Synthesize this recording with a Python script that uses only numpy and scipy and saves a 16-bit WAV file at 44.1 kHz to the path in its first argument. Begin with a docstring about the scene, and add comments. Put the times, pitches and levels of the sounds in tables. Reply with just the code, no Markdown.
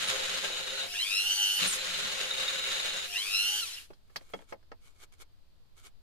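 """A gritty rasp opens the scene: a mains rotary tool grinds a steel ring on a drill-press table, its motor bogged down.
Twice it cuts, in random grain strikes that excite ring, table and bench; twice it lifts and the motor whines up.
Whine and brush ticks follow the shaft angle; brush noise follows its speed. Switched off, the tool coasts to rest.
It is laid down with a few knocks (filtered bursts and decaying modes), then fingers wipe the ring (shaped noise).
A small, cluttered workshop answers with a short diffuse echo over a bed of still-air noise."""
import sys
import numpy as np
from scipy import signal
from scipy.fft import rfft, irfft, next_fast_len
from scipy.io import wavfile
from scipy.ndimage import map_coordinates

SR = 44100
rng = np.random.default_rng(int(sys.argv[2]) if len(sys.argv) > 2 else 0)


def output_pcm(signal):
    """Save a mono or channel-first signal as 16-bit PCM at the path in sys.argv[1].

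    Samples are clipped to [-1, 1] before scaling.
    """
    pcm = np.clip(np.atleast_2d(signal).T, -1, 1) * 32767
    wavfile.write(sys.argv[1], SR, np.round(pcm).astype(np.int16))


N = 265477

# still air, noise colour: [f/Hz, relative level/dB per Hz]
AIR_COLOUR = [(8, 5), (20, -8), (45, -12.5), (80, -13.5), (160, -26), (300, -31.5), (700, -35),
              (2200, -42.5), (3500, -39.5), (4700, -38), (5600, -47.5), (11000, -52.5), (13000, -49.5),
              (15500, -54)]
AIR_DB = -56
# decay of the benches and walls: [f/Hz, t60/s]
SHOP_DECAY = [(200, 0.082), (2000, 0.067), (12000, 0.012)]
TOP_HZ = 15500  # upper band limit

# fingers sliding over tool and ring: [t of the peak/s, level/dB, rise/s, fall/s]
WIPE_STROKES = [(4.36, -65, 0.15, 0.043), (4.42, -71.5, 0.0098, 0.022), (4.507, -58.5, 0.015, 0.014),
                (4.87, -64.5, 0.034, 0.029), (5.0, -69.5, 0.045, 0.028), (5.036, -54.5, 0.019, 0.0087),
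                (5.126, -63, 0.0034, 0.0175), (5.222, -52, 0.018, 0.008), (5.787, -60.5, 0.014, 0.022),
                (5.865, -54, 0.02, 0.013)]
# dry skin on metal, noise colour: [f/Hz, relative level/dB per Hz]
SKIN_COLOUR = [(150, -53), (250, -17), (385, -4.5), (669, -13.5), (742, -9.5), (961, -13), (1290, -3),
               (2020, -16), (2200, -0.5), (2660, -16), (3060, -6.5), (5410, -14), (6770, -10),
               (11600, -16.5), (15500, -28)]

# the switch clicks, the tool is laid down and rocks: [t/s, rattle level/dB, hardness/dB from one band to the next,
# relative ring level/dB, f rung most/Hz, rise/s, bench thud level/dB, plastic snap level/dB]
KNOCK_HITS = [(3.604, -60.5, 24.5, -67, 3370, 0.0024, -67, -49.5),
              (3.903, -69, -13.5, -38.5, 387, 0.0055, -62, -75),
              (3.933, -68, 6, -71, 3900, 0.003, -85, -82.5), (4.097, -69.5, -1, -74, 3290, .03, -83, -80),
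              (4.159, -41.5, 6.5, -53, 790, 0.0042, -60.5, -52),
              (4.209, -66, -6, -62, 546, .009, -78, -85.5), (4.298, -70.5, -5, -74, 830, .005, -78, -69),
              (4.335, -46.5, -8.5, -42.5, 3270, 0.0115, -48.5, -68.5),
              (4.389, -65, -6.5, -73, 3270, 0.0022, -68, -88),
              (4.405, -71, -8.5, -65, 560, 0.0066, -75, -85),
              (4.421, -69.5, -7.5, -70, 830, 0.0035, -84, -83),
              (4.523, -49.5, -8.5, -33, 550, 0.0088, -57, -69),
              (4.556, -79, -4, -55, 660, 0.0068, -80, -90), (4.627, -75.5, 2, -76, 560, .004, -85, -89),
              (4.716, -55, -6, -43.5, 554, 0.007, -67, -87)]
# resonances of the tool on the bench: [f/Hz, width/Hz, relative level/dB]
BODY_MODES = [(204, 20, -16), (375, 75.6, -1), (548, 69, 2), (645, 15, -16.5), (808, 250, -5),
              (1320, 90, -5.5), (1748, 122, -8), (2180, 73, 1.5), (2720, 110, 0), (3294, 50, 11.5),
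              (4400, 930, 6)]
# bands of the knock rattle: [low f/Hz, high f/Hz, relative level/dB, share of the decay time]
RATTLE_BANDS = [(284, 930, 1.5, 0.71), (794, 1780, 2, 0.27), (3000, 5500, -4, .9)]
KNOCK_T60_S = .05  # before the band's share and the lengthening by a slow rise
THUD, SNAP = (160, 318, 0.12), (9400, 17000, .055)  # bench, plastic: low f/Hz, high f/Hz, t60/s before the rise

# load changes, each sending the shaft to a new speed: [t/s, speed/turns per s, time constant/s]
LOAD_CHANGES = [(0, 31, .1), (.839, 205, .216), (1.355, 185, .045), (1.622, 37, .08), (3.026, 201, .211)]
OFF_S = 3.6  # the switch opens
START_SPEED, BRAKING = 42, 690  # turns per s; turns per s lost each second once switched off
# mains hum before motor load: [f/Hz, relative level/dB]
HUM_LINES = [(200, -77), (400, -64), (500, -82), (600, -80)]
# resonances of the tool housing: [f/Hz, width/Hz, relative level/dB]
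HOUSING_MODES = [(2820, 180, 8.5), (3047, 260, 12.5), (3920, 410, 3.5), (5110, 435, 7.5)]
SHUDDER_SHARE, SHUDDER_WIDTH, SHUDDER_DB = .53, .11, -45  # centre and width as shares of full speed
LOW_TONE_ORDER, LOW_TONE_DB = 4.44, -55  # cycles per turn; level at full speed
# brush and fan noise colour: [f/Hz, relative level/dB per Hz]
BRUSH_COLOUR = [(100, -31.5), (350, -4.5), (600, -6), (1000, -6.5), (1400, 1.5), (2300, 3), (2880, 9.5),
                (3400, 6), (4300, 7), (5500, 4), (8000, 2), (10500, 2.5), (13000, -2), (15500, -14)]

# strong commutator tones: [shaft order/cycles per turn, relative level/dB]
BAR_TONES = [(9, -54), (19, -53), (22, -51), (28, -45), (34, -54), (35, -51), (37, -53), (38, -54),
             (39, -54), (47, -54), (48, -50), (51, -51), (55, -53), (56, -49), (57, -53), (64, -53),
             (67, -57), (72, -49)]
COMB_TILT_DB = -7  # reached at the highest shaft order
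# swung round to the ring, the tool turns its upper slot tones away and its brushes towards the listener
SWUNG_S, SWING_S = (1.45, 2.1), 0.025  # start and end; softness of the edges
SHADE_DB, BARS_DB, BARS_SWUNG_DB = -5, -12.5, 11

# slot tone and overtones: [level under power/dB before swells and speed, mains throb/0-1, mains phase swing/rad,
# lag of the swing/rad, coasting level/dB before speed]
SLOT_TONES = [(-42, .5, 0.89, 0.3, -42.5), (-39.5, 0.37, 1.45, 0.5, -52), (-42.5, 0.6, 0.87, -0.67, -51),
              (-44, .3, 0.23, -.3, -51.5), (-51.5, 0.5, 0.52, .3, -48.5), (-53, 0.3, .8, 0.36, -57.5),
              (-48, 0.6, 0.89, .3, -46.5), (-53, 0.3, 1.1, 0.25, -55), (-52, 0.5, 1.0, .3, -64.5),
              (-59, 0.6, 1.1, .3, -55.5)]
SLOT_COUNT = 8  # cycles per turn of the lowest slot tone
SLOT_ROUGH_RAD = .08  # bearing play, per overtone number
# slow rises and falls of the whine: [t/s, level offset/dB]
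WHINE_SWELLS = [(.93, 2), (0.999, 3), (1.09, 0.5), (1.15, 1), (1.25, -2.5), (1.31, 0), (1.38, -1),
                (1.43, 3), (1.6, -3.5), (3.11, -5.5), (3.17, 6), (3.21, 0.5), (3.29, -1), (3.42, 0.5),
                (3.6, -1.5)]
COAST_FADE, COAST_WAVER = 1.5, .9  # power of speed for the coasting level; strength of its phase waver

# the bit pressed on the ring: [start t/s, end t/s]
CUT_TIMES = [(0, 0.872), (1.586, 3.062)]
# hand pressure, one list per cut, before the layer gains: [t/s, rasp level/dB, notes level/dB, drone level/dB]
HAND_PRESSURE = [
    [(0.0, -34.5, -40.5, -50), (0.078, -38, -39.5, -43), (0.092, -32.5, -34, -48), (0.132, -37.5, -47, -43),
     (0.322, -38.5, -42, -48.5), (0.374, -38, -38, -44.5), (0.392, -40.5, -40, -57),
     (0.44, -37.5, -49, -41.5), (0.486, -40, -41, -52), (0.498, -41.5, -45, -43.5), (0.58, -40, -36.5, -48),
     (0.606, -42, -42, -46), (0.818, -41.5, -38, -50), (0.85, -43.5, -41.5, -45)],
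    [(1.6, -35.5, -48.5, -54), (1.66, -32.5, -34.5, -43.5), (1.704, -41.5, -52.5, -60),
     (1.736, -37.5, -41.5, -61), (1.772, -42.5, -48.5, -51.5), (1.82, -40, -38.5, -48.5),
     (1.86, -38, -51, -48), (1.94, -37.5, -40.5, -50.5), (2.116, -38.5, -40.5, -47.5),
     (2.172, -39.5, -47, -49.5), (2.216, -40, -39.5, -48), (2.714, -38.5, -37, -49.5),
     (2.966, -39.5, -39.5, -47), (3.04, -39.5, -35, -51)],
]
RASP_DB, NOTES_DB, DRONE_DB = 2.5, 6.5, 0  # gains of the three layers of the cut
PRESS_S, LIFT_S = 0.0039, 0.023  # softness of the contact as it is made and lost
# abrasion colour: [f/Hz, relative level/dB per Hz]
RASP_COLOUR = [(400, -47.5), (700, -22), (1050, -6), (1400, -1), (2000, 0), (2900, -0.5), (3350, -1.5),
               (3800, 0), (4200, -8), (4700, -4), (6000, -10), (6800, -10), (7600, -13.5), (11000, -22),
               (15000, -29.5)]
# resonances of the gripped ring: [f/Hz, width/Hz, relative level/dB]
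RING_MODES = [(1462, 350, -8.5), (2950, 490, -3), (3600, 350, -2), (4016, 300, -0.5), (6690, 210, 7.5)]
# resonances of the drill-press table: [f/Hz, width/Hz, relative level/dB]
TABLE_MODES = [(411.4, 20, -2.5), (527.5, 21.3, 5.5), (595, 140, -5.5), (815, 130, -13)]
# dust colour: [f/Hz, relative level/dB per Hz]
GRIT_COLOUR = [(3000, -15), (7000, -0.5), (9000, -1.5), (11500, -5), (15000, -24.5)]
# resonances of the bench: [f/Hz, width/Hz, relative level/dB]
BENCH_MODES = [(134.3, 44, -10.5), (191.7, 28, 8.5), (272.5, 81, -1)]
GRIT_DB, JUDDER_DB = -17, -29  # dust and bench, relative to the rasp
# notes drawn from the ring: [f/Hz, level relative to one another/dB, waver/share of the pitch]
RING_NOTES = [(1500, -21.5, 0.03), (2280, -21, .04), (2903, -14.5, 0.018), (3788, -9, 0.011),
              (4100, -13.5, .009), (6950, -22, 0.014)]
# the grip retunes the ring: [t/s, pitch ratio]
GRIP_TUNING = [(0, 1.03), (.87, 1.01), (1.801, 1.07), (2.301, 1.0), (3.05, 0.99)]
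# the bit catches, bucks and shakes the bench: [t/s, swell length/s, shake level/dB]
BIT_CATCHES = [(0.047, 0.066, -57.5), (0.357, 0.047, -61), (0.857, 0.036, -65.5), (1.648, 0.034, -48),
               (1.91, 0.077, -61), (2.035, 0.051, -57), (2.53, 0.025, -66)]
# the bit loses its bite and skids: [start t/s, end t/s, hiss level/dB]
BIT_SKIDS = [(0.095, 0.101, -44.5), (1.663, 1.768, -40)]
SKID_EDGE_S = 0.0017
# the bit squeals: [t/s, f/Hz at the peak, level/dB before trim, length/s]
BIT_SQUEALS = [(0.086, 9000, -36, 0.021), (1.658, 4090, -24.5, 0.0083), (1.678, 9420, -24, 0.0092),
               (1.689, 8990, -24, .012), (1.71, 8470, -29, 0.033), (1.734, 6900, -27.5, 0.018),
               (1.752, 11200, -34, 0.013), (1.946, 3820, -32, .02), (2.314, 3760, -24, 0.0075),
               (2.382, 3760, -30, .011), (2.413, 3790, -27.5, 0.0083), (2.484, 3720, -23.5, 0.0095)]
CHIME_HZ, CHIME_DB, CHIME_DELAY_S, CHIME_S = 705, -57.5, 0.074, 0.058  # soft note after each cut


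def amp(db):
    """Decibels to gain."""
    return 10 ** (np.asarray(db) / 20)


def unit(x):
    """Scaled to rms 1."""
    return x / np.sqrt(np.mean(x ** 2) + 1e-20)


def clock():
    """Time of every sample in seconds."""
    return np.arange(N) / SR


def along(points, hz):
    """Interpolate (f, value) points on a log frequency axis."""
    f, v = np.transpose(points)
    return np.interp(np.log(hz + 1), np.log(f + 1), v)


def wobble(rate):
    """A smooth random curve, rate knots a second."""
    knots = rng.standard_normal(int(N * rate / SR) + 4)
    return map_coordinates(knots, [clock() * rate])


def during(start, end, rise, fall):
    """A soft gate: 1 from start to end, with tanh edges of time constants rise and fall."""
    opening = 1 + np.tanh((clock() - start) / rise)
    closing = 1 - np.tanh((clock() - end) / fall)
    return opening * closing / 4


def swell(s, length):
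    """A bell-shaped rise and fall around time s."""
    return np.exp(-((clock() - s) / length) ** 2)


def filtered(x, response):
    """x times a complex response of frequency."""
    size = x.shape[-1]
    m = next_fast_len(size + 8192)
    return irfft(rfft(x, m) * response(np.fft.rfftfreq(m, 1 / SR)), m)[..., :size]


def resonances(modes, f):
    """Summed response of (f, width, level) modes."""
    return sum(amp(db) * 1j * f * w / (c * c - f * f + 1j * f * w) for c, w, db in modes)


def hiss(spectrum):
    """Diffuse stereo noise of rms 1."""
    return unit(filtered(rng.standard_normal((2, N)), lambda f: amp(along(spectrum, f))))


def shop(x):
    """A short, diffuse answer from the benches and walls: noise that decays at its own rate in each band."""
    hz, t, z = signal.stft(rng.standard_normal((2, SR // 3)), SR, nperseg=256)
    decay = amp(-60 * t / along(SHOP_DECAY, hz)[:, None])
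    tail = signal.istft(z * decay, SR, nperseg=256)[1]
    delayed = np.pad(x, ((0, 0), (130, 0)))  # samples of pre-delay
    return signal.fftconvolve(delayed, tail / np.linalg.norm(tail[0]), axes=1)[:, :N]


def scattered(x, depth_db, spacing_hz=130):
    """Echoes off the clutter give each channel its own peaks and dips, so gliding tones break into patches."""
    knots = rng.standard_normal((2, 400))

    def patches(f):
        curves = [map_coordinates(k, [f / spacing_hz], mode="mirror") for k in knots]
        return amp(depth_db * np.array(curves))
    return filtered(x, patches)


def wipes():
    """Dry skin slides over metal in short, grainy strokes."""
    t = clock()
    stroke = 0
    for s, db, rise, fall in WIPE_STROKES:
        spread = np.where(t < s, rise, fall)
        stroke = stroke + amp(db) * np.exp(-((t - s) / spread) ** 2 / 2)
    return stroke * amp(2.75 * wobble(600)) * hiss(SKIN_COLOUR)


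def rattle_band(x, lo_hz, hi_hz):
    """The part of a rattle between two frequencies."""
    sos = signal.butter(2, [lo_hz, min(hi_hz, SR / 2 - 1)], "band", fs=SR, output="sos")
    return signal.sosfilt(sos, x)


def knocks(colour_db=6, focus_octaves=0.31):
    """Each contact is a short plastic-on-steel rattle that rings the body, with a bench thud and a plastic snap."""
    out, t = np.zeros((2, N + SR)), np.arange(SR // 4) / SR
    for s, knock_db, hardness_db, ring_db, focus_hz, rise_s, thud_db, snap_db in KNOCK_HITS:
        rise = 1 - np.exp(-t / rise_s)
        noise = rng.standard_normal((2, len(t)))
        rattle = filtered(noise, lambda f: 1 + amp(colour_db) * resonances(BODY_MODES, f))
        parts = [(*THUD, thud_db), (*SNAP, snap_db)]
        for step, (lo, hi, db, life) in zip((-1, 0, 1), RATTLE_BANDS):
            parts.append((lo, hi, KNOCK_T60_S * life, knock_db + db + step * hardness_db))
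        hit = np.zeros((2, len(t)))
        for lo, hi, t60, db in parts:
            part = rattle_band(rattle, lo, hi) * rise * amp(-60 * t / (t60 + rise_s / 2))
            hit += amp(db) * part / np.std(part[:, :SR // 50])  # level set over the first 20 ms
        for hz, width, db in BODY_MODES:
            share = np.exp(-(np.log2(hz / focus_hz) / focus_octaves) ** 2)
            phase = rng.uniform(0, 0.93, (2, 1))
            ring = np.exp(-np.pi * width * t) * np.sin(2 * np.pi * hz * t + phase)
            hit += amp(ring_db + db + 7.0) * share * rise * ring
        out[:, round(s * SR):][:, :len(t)] += hit
    return out[:, :N]


def chime():
    """A soft sine note swells and fades just after each cut."""
    level = sum(swell(end + CHIME_DELAY_S, CHIME_S) for _, end in CUT_TIMES)
    return amp(CHIME_DB) * level * np.sin(2 * np.pi * CHIME_HZ * clock() + rng.uniform(0, 1, (2, 1)))


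def shaft():
    """Rotor speed (eased towards each load's goal, then braked by friction), its angle and the mains pulse phase."""
    t = clock()
    speed = np.full(N, float(START_SPEED))
    for s, goal, lag in LOAD_CHANGES:
        i = round(s * SR)
        speed[i:] = goal + (speed[i] - goal) * np.exp(-(t[i:] - s) / lag)
    speed = np.maximum(speed - BRAKING * np.maximum(t - OFF_S, 0), 0)
    speed = speed * (1 + .0003 * wobble(60))
    mains = 2 * np.pi * 100 * t  # power pulses at twice the mains frequency
    return speed, 2 * np.pi * np.cumsum(speed) / SR, mains


def powered():
    """1 while the switch is closed, then a quick ramp to 0."""
    return np.clip((OFF_S - clock()) / 0.00536 + 1, 0, 1)


def swung():
    """1 while the tool points at the ring, else 0, with soft edges."""
    return during(*SWUNG_S, SWING_S, SWING_S)


def hum(speed, mains):
    """The stator hums at multiples of the mains pulses, more strongly while the motor labours."""
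    load = 1 - 0.63 * np.clip(speed / 150, 0, 1)
    lines = 0
    for hz, db in HUM_LINES:
        lines = lines + amp(db) * np.sin(round(hz / 100) * mains + rng.uniform(0, 2, (2, 1)))
    return 1.73 * powered() * load * lines


def shudder(speed, mains):
    """Near half speed under power, the rotor shudders and rattles the lowest resonance of the housing."""
    near_critical = np.exp(-((speed / speed.max() - SHUDDER_SHARE) / SHUDDER_WIDTH) ** 2)
    ring = unit(filtered(rng.standard_normal((2, N)), lambda f: resonances(HOUSING_MODES[:1], f) ** 2))
    return amp(SHUDDER_DB) * powered() * near_critical * (1 + .6 * np.cos(mains)) * ring


def low_tone(speed, angle, flicker_db=4.5):
    """A low, unsteady tone that follows the shaft and comes up near full speed."""
    share = speed / speed.max()
    phase = LOW_TONE_ORDER * angle + 0.66 * np.array([wobble(60), wobble(60)])
    return amp(LOW_TONE_DB + flicker_db * wobble(25)) * share ** 9 * powered() * np.sin(phase)


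def brushes(speed, angle, mains, spark_db=3, settle_db=-30, settle_s=0.096):
    """Brush and fan noise grows with speed and flutters with each turn; its sparking stops with the power."""
    flutter = 1 + 0.051 * np.sin(angle) + 0.04 * powered() * np.cos(mains)
    drag = (speed / speed.max() + 1e-6) ** 0.71 * np.tanh(speed / 45)
    stop_s = OFF_S + np.interp(OFF_S, clock(), speed) / BRAKING
    last_turn = amp(settle_db) * swell(stop_s, settle_s)
    sparking = amp(spark_db * (powered() - 1))
    return (drag + last_turn) * flutter * sparking * hiss(BRUSH_COLOUR)


def commutator(speed, angle, comb_db=-55, flicker_db=7.0, fade=2.53):
    """Brushes tick over uneven bars: strong, flickering orders on a weak comb that repeats every turn."""
    tones = 0
    for order, db in BAR_TONES:
        level = amp(db + flicker_db * wobble(35))
        tones = tones + level * np.sin(order * angle + rng.uniform(0, 2 * np.pi, (2, 1)))
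    orders = np.arange(18, 72)
    grid = np.linspace(0, 2 * np.pi, 2048)
    phases = rng.uniform(0, 2 * np.pi, (2, 1, len(orders)))
    turns = np.sin(np.outer(grid, orders) + phases) @ amp(COMB_TILT_DB * orders / orders.max())
    comb = amp(comb_db) * np.array([np.interp(angle % (2 * np.pi), grid, turn) for turn in turns])
    share = speed / speed.max()
    facing = amp(BARS_DB + BARS_SWUNG_DB * swung())
    return tones * powered() * share ** 3 * facing + comb * share ** fade


def whine(speed, angle, mains, lead_s=.00007, strain=1.2, flicker_db=2.0, strain_flicker_db=3, drift_db=1.1,
          fade=1.54):
    """Slot tones throb with the mains and ring through the housing; they waver while the rotor strains or coasts."""
    on = powered()
    share = speed / speed.max()
    slip = 1 - share
    swells_db = np.interp(clock(), *np.transpose(WHINE_SWELLS))
    x = np.zeros(N)
    for k, (db, throb, swing, lag, coast_db) in enumerate(SLOT_TONES, 1):
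        order = k * SLOT_COUNT
        waver = strain * slip * order / 2 + (1 - on) * COAST_WAVER * k / 2
        bend = on * swing * np.cos(mains - lag) + waver * wobble(90) / 2
        bend += SLOT_ROUGH_RAD * k * wobble(450)
        flicker = (flicker_db + strain_flicker_db * slip) * wobble(55)
        unsteady = amp(flicker + drift_db * wobble(14))
        shade_db = SHADE_DB * swung() * (k > 3)
        driven = on * amp(db + swells_db + shade_db) * share ** fade
        coasting = (1 - on) * amp(coast_db) * share ** COAST_FADE
        throbbing = 1 + on * throb * np.cos(mains)
        x += (driven + coasting) * unsteady * throbbing * np.sin(order * angle + bend)
    sides = np.array([[1], [-1]])  # the left channel leads the right

    def radiation(f):
        # the small housing radiates little below its first resonances
        return (1 + resonances(HOUSING_MODES, f)) * f ** 3 / (f ** 3 + 1900 ** 3)
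    return filtered(x, lambda f: radiation(f) * np.exp(1j * np.pi * f * lead_s * sides))


def squeals():
    """Brief stick-slip chirps of the bit, each sagging in pitch."""
    out = np.zeros((2, N))
    waver = wobble(500)
    for s, hz, db, length in BIT_SQUEALS:
        t = clock() - s
        near = abs(t) < 2 * length
        pitch = hz * (1 - 4.3 * t[near] + 0.0095 * waver[near])
        phase = 2 * np.pi * np.cumsum(pitch) / SR
        bell = np.exp(-(2 * t[near] / length) ** 2)
        out[:, near] += amp(db - 2.5) * bell * np.sin(phase + [[0], [1.3]])
    return out


def singing(flare_db=3.5, flares_per_s=90, wavers_per_s=45, rough_rad=0.96):
    """The bit sticks and slips, so each note of the ring flares up in short, wavering bursts."""
    grip = np.interp(clock(), *np.transpose(GRIP_TUNING))
    out = np.zeros((2, N))
    for hz, db, waver in RING_NOTES:  # each note wanders on its own
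        pitch = hz * grip * (1 + waver * wobble(wavers_per_s))
        phase = 2 * np.pi * np.cumsum(pitch) / SR + rough_rad * wobble(400)
        flare = unit(amp(flare_db * np.minimum(wobble(flares_per_s), 1.6)))
        drift = 2 * np.array([wobble(20), wobble(20)])  # separate phase drift on each side
        out += amp(db) * flare * unit(np.sin(phase + drift))
    return out


def grinding(angle, strikes_hz=3500, spread_db=2.0, scrape=0.66, runout=0.068, hand_db=0.68):
    """Abrasive grains strike at random, harder at points of each turn; ring, table and bench answer hand pressure."""
    per_turn = 1 + runout * np.cos(angle) + 0.14 * np.cos(6 * angle)
    force = per_turn * amp(1.2 * wobble(55) + 0.547 * wobble(350))
    strikes = (rng.random(N) < strikes_hz / SR) * amp(spread_db * rng.standard_normal(N))
    # both channels hear each strike, but by scattered paths of either sign
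    drive = force * (unit(strikes) * rng.choice([-1, 1], (2, N)) + scrape * rng.standard_normal((2, N)))
    rasp = unit(filtered(drive, lambda f: amp(along(RASP_COLOUR, f)) * (1 + resonances(RING_MODES, f))))
    drone = unit(filtered(drive, lambda f: resonances(TABLE_MODES, f) / (1 + (f / 1300) ** 4)))
    grit = unit(filtered(drive, lambda f: amp(along(GRIT_COLOUR, f))))
    judder = unit(filtered(drive, lambda f: resonances(BENCH_MODES, f) / (1 + (f / 450) ** 4)))
    notes = singing()
    abrasion = rasp + amp(GRIT_DB) * grit + amp(JUDDER_DB) * judder
    cut = 0
    for (start, end), levels in zip(CUT_TIMES, HAND_PRESSURE):
        s, *columns = np.transpose(levels)
        rasp_db, notes_db, drone_db = [np.interp(clock(), s, column) for column in columns]
        layers = amp(rasp_db + RASP_DB) * abrasion
        layers = layers + amp(notes_db + NOTES_DB) * notes
        layers = layers + amp(drone_db + DRONE_DB) * drone
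        cut = cut + during(start, end, PRESS_S, LIFT_S) * layers
    shake = sum(amp(db) * swell(s, length) for s, length, db in BIT_CATCHES)
    skid = sum(amp(db) * during(start, end, SKID_EDGE_S, SKID_EDGE_S) for start, end, db in BIT_SKIDS)
    return amp(hand_db * wobble(40.02)) * cut + shake * judder + skid * grit


def scene():
    """Motor, cut and handling in the room, over its still air."""
    speed, angle, mains = shaft()
    slots = scattered(whine(speed, angle, mains), depth_db=3) * amp([[1.5], [-1.5]])  # leans left
    bars = scattered(commutator(speed, angle), depth_db=3.5)
    motor = slots + bars + low_tone(speed, angle) + shudder(speed, mains) + hum(speed, mains)
    noise = amp(-38.0) * brushes(speed, angle, mains) + grinding(angle) + squeals() + chime()
    near = motor + noise * amp([[.4], [-.4]]) + knocks() + wipes()
    room = amp(-11) * shop(near)
    return near + room + amp(AIR_DB) * hiss(AIR_COLOUR)


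def record(dry):
    """Nothing is kept from the band limit upwards."""
    return filtered(dry, lambda hz: hz < TOP_HZ)


dry = scene()
out = record(dry)
output_pcm(out)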